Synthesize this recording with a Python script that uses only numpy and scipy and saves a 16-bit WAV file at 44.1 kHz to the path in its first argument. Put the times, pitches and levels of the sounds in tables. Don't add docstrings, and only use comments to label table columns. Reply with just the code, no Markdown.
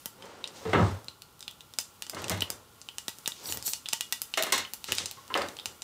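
import sys
import numpy as np
from scipy import signal
from scipy.fft import rfft, irfft
from scipy.io import wavfile

SR = 44100
rng = np.random.default_rng(int(sys.argv[2]) if len(sys.argv) > 2 else 0)


def unload_wav(signal):
    wavfile.write(
        sys.argv[1],
        SR,
        np.round(np.clip(np.atleast_2d(signal).T, -1, 1) * 32767).astype(np.int16),
    )


N = 257103

# pitch in Hz, relative level in dB per Hz.
FLOOR_COLOUR = [(18, -19), (30, -0.5), (98, 7), (359, -0.5), (455, 0), (752, -5.5), (858, 4), (900, -4),
                (1100, 1.5), (1270, -4.5), (1380, 5), (1620, -18), (2600, -16), (2810, -7.5), (4900, -14.5),
                (15200, -42), (16500, -19)]
FLOOR_DB = -59.5

# time in seconds, level in dB.
SIMMER_LEVEL = [(0, -55.5), (.34, -67), (.6, -58.5), (.9, -58.5), (1.18, -63.5), (2.08, -59.5),
                (2.6, -62.5), (3.2, -56.5), (3.9, -58), (4.4, -54.5), (5.25, -59), (5.5, -56.5),
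                (5.83, -58)]
# start in seconds, length in seconds, level in dB, swell over the length in dB.
OIL_FLARES = [(.565, 0.094, -52, -11), (2.19, 0.098, -46, -17), (3.36, 0.23, -54, -1), (4.88, .05, -43, 0),
              (4.98, 0.11, -39.5, -15.5)]
FLARE_RISE_DB_PER_S, FLARE_FALL_DB_PER_S = 604, 110

# body (2-4.5 kHz), low push (100-500 Hz), air (9.5-16.5 kHz); last the pitch of the ping in Hz.
SEED_POPS = [(0.0574, -22.5, -9.5, -19.5, 6, 3110), (0.2233, -40, -2, -24, -12, 3130),
             (.2547, -40, -30, -20, -4, 3270), (0.4408, -30.5, 3.5, -47, -23, 3810),
             (0.455, -48, 0, -23, -2, 3100), (0.4747, -26.5, -9, -50, -18, 4560),
             (1.0438, -40, -21, -15, 4, 3750), (1.083, -31, -1.5, -16.5, -13, 4080),
             (1.2199, -33, -6.5, -48, 0, 4320), (1.3927, -42, -18, -34, 3, 4040),
             (1.4062, -29, -16, -44, -7, 3760), (1.4264, -30, -9.5, -38, -13, 3670),
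             (1.4792, -30, 2, -29, -2, 3430), (1.5108, -38, -27, -33, 3, 3830),
             (1.6067, -37, -6.5, -33, -5, 3640), (1.737, -32, -13, -26, -5, 3670),
             (1.7862, -9.5, -12.5, -38.5, -8, 3030), (1.8004, -26.5, -19, -41, 0, 3850),
             (1.811, -35, -17, -30, 11, 2820), (2.022, -20.5, -5, -39, -4.5, 4400),
             (2.0661, -29, -11, -23, -14, 3070), (2.0965, -19.5, -11.5, -43, -1, 4600),
             (2.1466, -28, -11, -9, -6, 4290), (2.2193, -37, -9, -30, 6, 4000),
             (2.2419, -22.5, -5, -16, -15, 2740), (2.2818, -23.5, -7, -23, -7, 3180),
             (2.2961, -13, -11.5, -41, -1.5, 5060), (2.375, -40, -7, -17, 6, 2920),
             (2.4067, -18, -9, -44, -10, 3970), (2.4199, -34, 10.5, -19, 9, 3030),
             (2.422, -27.5, 8, -2.5, 7.5, 3100), (2.502, -15.5, -13, -26.5, 0.5, 4600),
             (2.815, -29, -15.5, -50, -22, 4450), (2.8872, -32, 0.5, -26, -10, 3120),
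             (2.9828, -17.5, -11, -38, -8, 3100), (3.0813, -16.5, -7.5, -20, -4, 3770),
             (3.092, -38, -5, -20, 13, 2820), (3.1848, -32.5, -22, -19, 2, 3500),
             (3.259, -26.5, 1, -46, -1.5, 3700), (3.276, -11, -12.5, -26.5, -3.5, 4600),
             (3.3194, -34, 0, -23, -2, 3700), (3.457, -45, 6, -25, 2.5, 4630),
             (3.489, -47, 4.5, -20, -1.5, 3830), (3.4978, -33.5, -8, -6, -4, 4600),
             (3.5232, -15.5, -9.5, -41, -5, 3060), (3.572, -22.5, -11, -19, 2, 4740),
             (3.625, -23.5, -15, -44, -7, 4370), (3.678, -16.5, -14, -29, -14, 4400),
             (3.7339, -12, -12, -65, -12, 4170), (3.858, -34, 3, -30, -10, 3480),
             (3.8636, -38, -4, -28, -7, 3530), (3.8866, -17, -10, -50, -10, 3900),
             (3.9283, -27, 1.5, -47, -1, 3100), (3.9318, -9, -9.5, -31.5, -5.5, 3170),
             (4.0081, -14, -6, -43, -4.5, 3360), (4.124, -12.5, -4, -41, -0.5, 2880),
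             (4.2173, -17.5, -13, -38, 7, 3080), (4.3384, -24.5, 4, -38, -12, 3050),
             (4.4241, -16.5, -4, -32, 4.5, 3710), (4.4346, -15.5, -9, -21, -1, 3780),
             (4.5018, -40, 2, -30, -6, 2890), (4.6497, -59.5, 15.5, -26, -2.5, 3000),
             (4.735, -22.5, -9.5, -29, 6.5, 4470), (4.8417, -24.5, -5.5, -31, -1, 4100),
             (4.9203, -13, -1.5, -20, -2.5, 3020), (4.9503, -22, -23, -30, -2, 3620),
             (4.983, -13.5, -4, -45, -17, 3800), (5.0578, -15.5, -14.5, -51, -14, 3900),
             (5.1115, -26, -7.5, -41, 2, 4180), (5.2788, -36, -11, -27, -4, 4500),
             (5.3408, -33, 15.5, -28, 4, 2970), (5.3751, -20.5, -5, -34, -7, 2680),
             (5.4185, -28, 1, -27, -6, 4600), (5.4857, -27.5, -11, -14, -6, 3790),
             (5.5678, -30.5, -6.5, -35, -13, 4400), (5.5878, -41, 3.5, -41, -1.5, 3220),
             (5.597, -35.5, 0, -34, -6, 3700), (5.657, -16.5, -6.5, -29.5, -7, 3000),
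             (5.8197, -21, -12, -45, -14, 3940)]
POP_BAND_EDGES_HZ = [100, 500, 2000, 4500, 9500, 16500]
# pitch in Hz, level in dB, time to die by 60 dB in seconds.
PAN_MODES = [(912, -37.5, 0.091), (1953, -39, 0.079), (2880, -45.5, 0.2), (3600, -46, 0.16),
             (5040, -50, 0.13), (6260, -37.5, 0.031), (7515, -33, 0.013), (8145, -37, 0.018)]
# pitch in Hz, time to die by 60 dB in seconds.
NEAR_ECHO_DECAY = [(500, 0.01), (1300, 0.18), (3500, 0.2), (9000, 0.24), (16000, 0.15)]
POP_DELAY_S = 0.0006
THUD_DB, THUD_PER_BODY, THUD_PER_PUSH = -7.5, 0.28, 0.23
DROPLET_S, DROPLET_SPREAD_S = 0.001006, 0.007
DROPLET_DB, DROPLET_SPREAD_DB = -7, 20.5
PING_DB, PING_PER_SNAP, PING_PER_BODY = -13.5, 0.45, 0.99
PING_CYCLES = 34
EARLY_ECHO_S = 0.0014

# start in seconds, length in seconds, level in dB,
# swell over the stroke in dB, level of the rumble at its end in dB.
SLIDE_STROKES = [(0.244, 0.38, -47.5, -9, -61), (0.692, 0.18, -42, 4.5, -34), (2.157, 0.11, -50.5, 9, -50),
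                 (2.457, 0.07, -51.5, 1.9, -54), (3.438, 0.11, -51, 3, -49), (4.407, 0.13, -61, 10, -73),
                 (5.003, 0.033, -50, -2.5, -63), (5.398, .03, -40.5, 1, -54),
                 (5.526, .17, -75.5, 18.5, -59)]
# pitch in Hz, relative level in dB per Hz.
RUBBING_COLOUR = [(88, -60), (150, -5), (561, 2), (632, -5), (861, -1), (1060, -4.5), (2810, -15),
                  (3280, -14), (9000, -23.5), (11700, -77), (19800, -120)]
SLIDE_RISE_DB_PER_S, SLIDE_FALL_DB_PER_S = 172, 122
RUMBLE_RISE_DB_PER_S, RUMBLE_FALL_DB_PER_S = 185, 142

# bass (75-200 Hz), treble (3.5-8 kHz), hollow note; last the pitch of that note in Hz.
KNOCK_EVENTS = [(0.653, -32.5, -3.5, -9, -1.5, 445), (.732, -15, -9, -12.5, -12, 970),
                (.75, -18.5, -2, -28, -18, 1170), (.794, -20.5, 1, -55, -13, 1210),
                (2.133, -37, -18, -16, -9, 610), (2.167, -32, -14, -15, -12, 1060),
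                (2.3, -29.5, -3.5, 6, -15, 704), (2.315, -33, -10.5, 10, -1.5, 613),
                (4.374, -23.5, -46, 10.5, -2.5, 646), (4.467, -31.5, -32, 7.5, -17, 1050),
                (4.523, -23.5, -31, 17.5, -3, 1070), (4.885, -35, -10, 1, -3, 880),
                (4.999, -39, -13, 2, -24, 925), (5.17, -50, -15, -9, 5, 1094),
                (5.302, -35, -32, -17, 2, 1030), (5.352, -19, -50, -7, -10, 565)]
KNOCK_BAND_EDGES_HZ = [75, 200, 700, 1600, 3500, 8000, 16000]
# pitch in Hz, level in
# dB, time to die by 60 dB in seconds.
CUPBOARD_MODES = [(92, -36.5, 0.117), (219, -53, 0.22), (399, -45, 0.055), (1325, -46, 0.026),
                  (2184, -35, 0.034), (2910, -42, 0.052), (3810, -38, 0.03), (4310, -33, 0.027)]
# pitch in Hz, time to die by 60 dB in seconds.
FAR_ECHO_DECAY = [(80, 0.24), (400, 0.27), (1500, 0.3), (5000, 0.24), (12000, 0.11)]
LOW_DB, LOW_PER_BASS = 1, 0.17
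MID_DB, MID_PER_TREBLE = 2.5, 0.36
TOP_DB, TOP_PER_TREBLE = -5.5, 1.17
RATTLE_S, RATTLE_DB, RATTLE_SPREAD_DB = 0.07, -8, 10.5

# start in seconds, length in seconds, level in dB, swell over the stroke in dB.
SCRAPE_STROKES = [(3.44, 0.085, -44, 8), (3.665, 0.076, -28.5, -11)]
# pitch in Hz, width in Hz, relative level in dB.
METAL_MODES = [(4500, 110, 0), (5880, 180, -2), (7150, 90, -1), (8050, 70, -1), (8450, 60, -3),
               (9900, 80, -3), (11420, 90, -4), (13000, 100, -5), (13800, 80, -6), (14800, 100, -3)]
SCRAPE_RISE_DB_PER_S, SCRAPE_FALL_DB_PER_S = 900, 350

CUTOFF_HZ = 17000


def amp(db):
    return 10 ** (np.asarray(db) / 20)


def rms_one(x):
    return x / np.sqrt(np.mean(x ** 2) + 1e-20)


def at_hz(points, hz):
    table = np.array(points)
    return np.interp(np.log(hz), np.log(table[:, 0]), table[:, 1])


def band(x, low_hz, high_hz):
    return signal.sosfilt(signal.butter(2, [low_hz, high_hz], "band", fs=SR, output="sos"), x)


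def coloured(spectrum):
    hz = np.maximum(np.fft.rfftfreq(N, 1 / SR), 1)
    white = rng.standard_normal(N)
    return rms_one(irfft(rfft(white) * amp(at_hz(spectrum, hz)), N))


def grains(per_s, spread_db):
    size_db = spread_db * np.minimum(rng.exponential(1, N), 5)
    sizes = amp(size_db) * rng.choice([-1, 1], N)
    present = rng.random(N) < per_s / SR
    return rms_one(sizes * present)


def strokes(rows, rise_db_per_s, fall_db_per_s):
    t = np.arange(N) / SR
    gain = 0
    for s, length, db, swell_db in rows:
        swell = swell_db * np.clip((t - s) / length, 0, 1)
        rise = rise_db_per_s * np.maximum(s - t, 0)
        fall = fall_db_per_s * np.maximum(t - s - length, 0)
        gain = gain + amp(db + swell - rise - fall)
    return gain


def impulses(at_s, db):
    clicks = np.full(N, 1e-18)
    clicks[(at_s * SR).astype(int)] = amp(db)
    return clicks


def blows(at_s, band_db, edges_hz):
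    out = 0
    for db, low, high in zip(band_db, edges_hz, edges_hz[1:]):
        once = band(impulses(at_s, db), low, high)
        out = out + band(once, low, high) * SR / (2 * (high - low))
    return out


def ring(x, hz, t60):
    r, w = amp(-60 / (t60 * SR)), 2 * np.pi * hz / SR
    return signal.lfilter([0, np.sin(w)], [1, -2 * r * np.cos(w), r * r], x + 1e-18)


def struck(hit, modes):
    return hit + sum(amp(db) * ring(hit, hz, t60) for hz, db, t60 in modes)


def pings(at_s, db, hz, cycles):
    out, t = np.zeros(N + SR), np.arange(SR // 3) / SR
    for s, level_db, f in zip(at_s, db, hz):
        start = int(s * SR)
        fade = amp(level_db - 60 * t * f / cycles)
        out[start:start + len(t)] += fade * np.sin(2 * np.pi * f * t)
    return out[:N]


def tail(x, decays, rise_s, early_db):
    t, echo = np.arange(SR // 2) / SR, 0
    edges = 50 * 2 ** np.arange(0, 8.6, .5)
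    for low, high in zip(edges, edges[1:]):
        t60 = at_hz(decays, np.sqrt(low * high))
        echo = echo + band(rng.standard_normal(len(t)), low, high) * amp(-60 * t / t60)
    onset = 1 - np.exp(-t / rise_s)
    early = amp(early_db * np.exp(-t / EARLY_ECHO_S))
    echo = echo * onset * early
    return signal.fftconvolve(x, echo / np.sqrt(np.sum(echo ** 2)))[:N]


def room_floor():
    return amp(FLOOR_DB) * coloured(FLOOR_COLOUR)


def fizz():
    bubbles = grains(8000, spread_db=2)
    simmer = amp(np.interp(np.arange(N) / SR, *np.transpose(SIMMER_LEVEL)))
    flares = strokes(OIL_FLARES, FLARE_RISE_DB_PER_S, FLARE_FALL_DB_PER_S)
    return simmer * rms_one(band(bubbles, 980, 16700)) + flares * rms_one(band(bubbles, 2530, 7700))


def pops(count=5):
    out, luck = np.zeros(N), rng.random((len(SEED_POPS), 4))
    for turn in range(count):
        s, snap, body, push, air, ping_hz = np.transpose(SEED_POPS[turn::count])
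        s = s + POP_DELAY_S
        thud = THUD_DB + THUD_PER_BODY * body + THUD_PER_PUSH * push
        levels = snap + np.array([push, thud, body, 0 * snap, air])
        click = blows(s, levels, POP_BAND_EDGES_HZ)

        late, weak = luck[turn::count].T.reshape(2, 2, -1)
        lands = np.minimum(s + DROPLET_S + DROPLET_SPREAD_S * late, (N - 1) / SR).ravel()
        droplets = np.hstack([levels + DROPLET_DB - DROPLET_SPREAD_DB * w for w in weak])
        click -= blows(lands, droplets, POP_BAND_EDGES_HZ)

        ping_db = PING_DB + PING_PER_SNAP * snap + PING_PER_BODY * body
        near = struck(click, PAN_MODES) + pings(s, ping_db, ping_hz, PING_CYCLES)
        out += near + amp(-3) * tail(near, NEAR_ECHO_DECAY, rise_s=0.002, early_db=38)
    return out


def slide():
    lumps = 1 + 0.13 * rms_one(band(rng.standard_normal(N), 36, 53))
    rub = strokes([row[:4] for row in SLIDE_STROKES], SLIDE_RISE_DB_PER_S, SLIDE_FALL_DB_PER_S)
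    rubbing = rub * lumps * coloured(RUBBING_COLOUR)

    stops = [(s + length, 1 / SR, db, 0) for s, length, _, _, db in SLIDE_STROKES]
    rumble_gain = strokes(stops, RUMBLE_RISE_DB_PER_S, RUMBLE_FALL_DB_PER_S)
    return rubbing + rumble_gain * rms_one(band(rng.standard_normal(N), 73, 119))


def knocks(count=3):
    out, luck = np.zeros(N), rng.random((len(KNOCK_EVENTS), 6))
    for turn in range(count):
        s, clack, bass, treble, note, note_hz = np.transpose(KNOCK_EVENTS[turn::count])
        low = LOW_DB + LOW_PER_BASS * bass
        mid = MID_DB + MID_PER_TREBLE * treble
        top = TOP_DB + TOP_PER_TREBLE * treble
        levels = clack + np.array([bass, low, 0 * clack, mid, treble, top])

        late, weak = luck[turn::count].T.reshape(2, 3, -1)
        bounces = [levels + RATTLE_DB - RATTLE_SPREAD_DB * w for w in weak]
        times = np.hstack([s, *(s + RATTLE_S * late)])
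        hit = blows(times, np.hstack([levels, *bounces]), KNOCK_BAND_EDGES_HZ)

        body = struck(hit, CUPBOARD_MODES) + pings(s, clack + note, note_hz, cycles=55)
        out += amp(-5.5) * body + amp(2.5) * tail(body, FAR_ECHO_DECAY, rise_s=0.0011, early_db=16.5)
    return out


def scrape():
    rub = grains(5000, spread_db=2.5)
    rings = 0
    for hz, width, db in METAL_MODES:
        contact_db = 5 * rms_one(band(rng.standard_normal(N), 4, 14))
        rings = rings + amp(db + contact_db) * rms_one(ring(rub, hz, 2.2 / width))
    mix = rms_one(rings) + amp(-5) * rms_one(band(rub, 4000, 15500))
    return strokes(SCRAPE_STROKES, SCRAPE_RISE_DB_PER_S, SCRAPE_FALL_DB_PER_S) * rms_one(mix)


def scene():
    return (room_floor() + fizz() + pops() + slide() + knocks() + scrape())[None]


def record(dry):
    dry = signal.sosfilt(signal.butter(2, 50, "high", fs=SR, output="sos"), dry)
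    dull = signal.sosfilt(signal.ellip(8, .5, 45, 15600, fs=SR, output="sos"), dry)
    stepped = dull + amp(-25.5) * dry
    return signal.sosfilt(signal.cheby2(12, 70, CUTOFF_HZ, fs=SR, output="sos"), stepped)


dry = scene()
out = record(dry)
unload_wav(out)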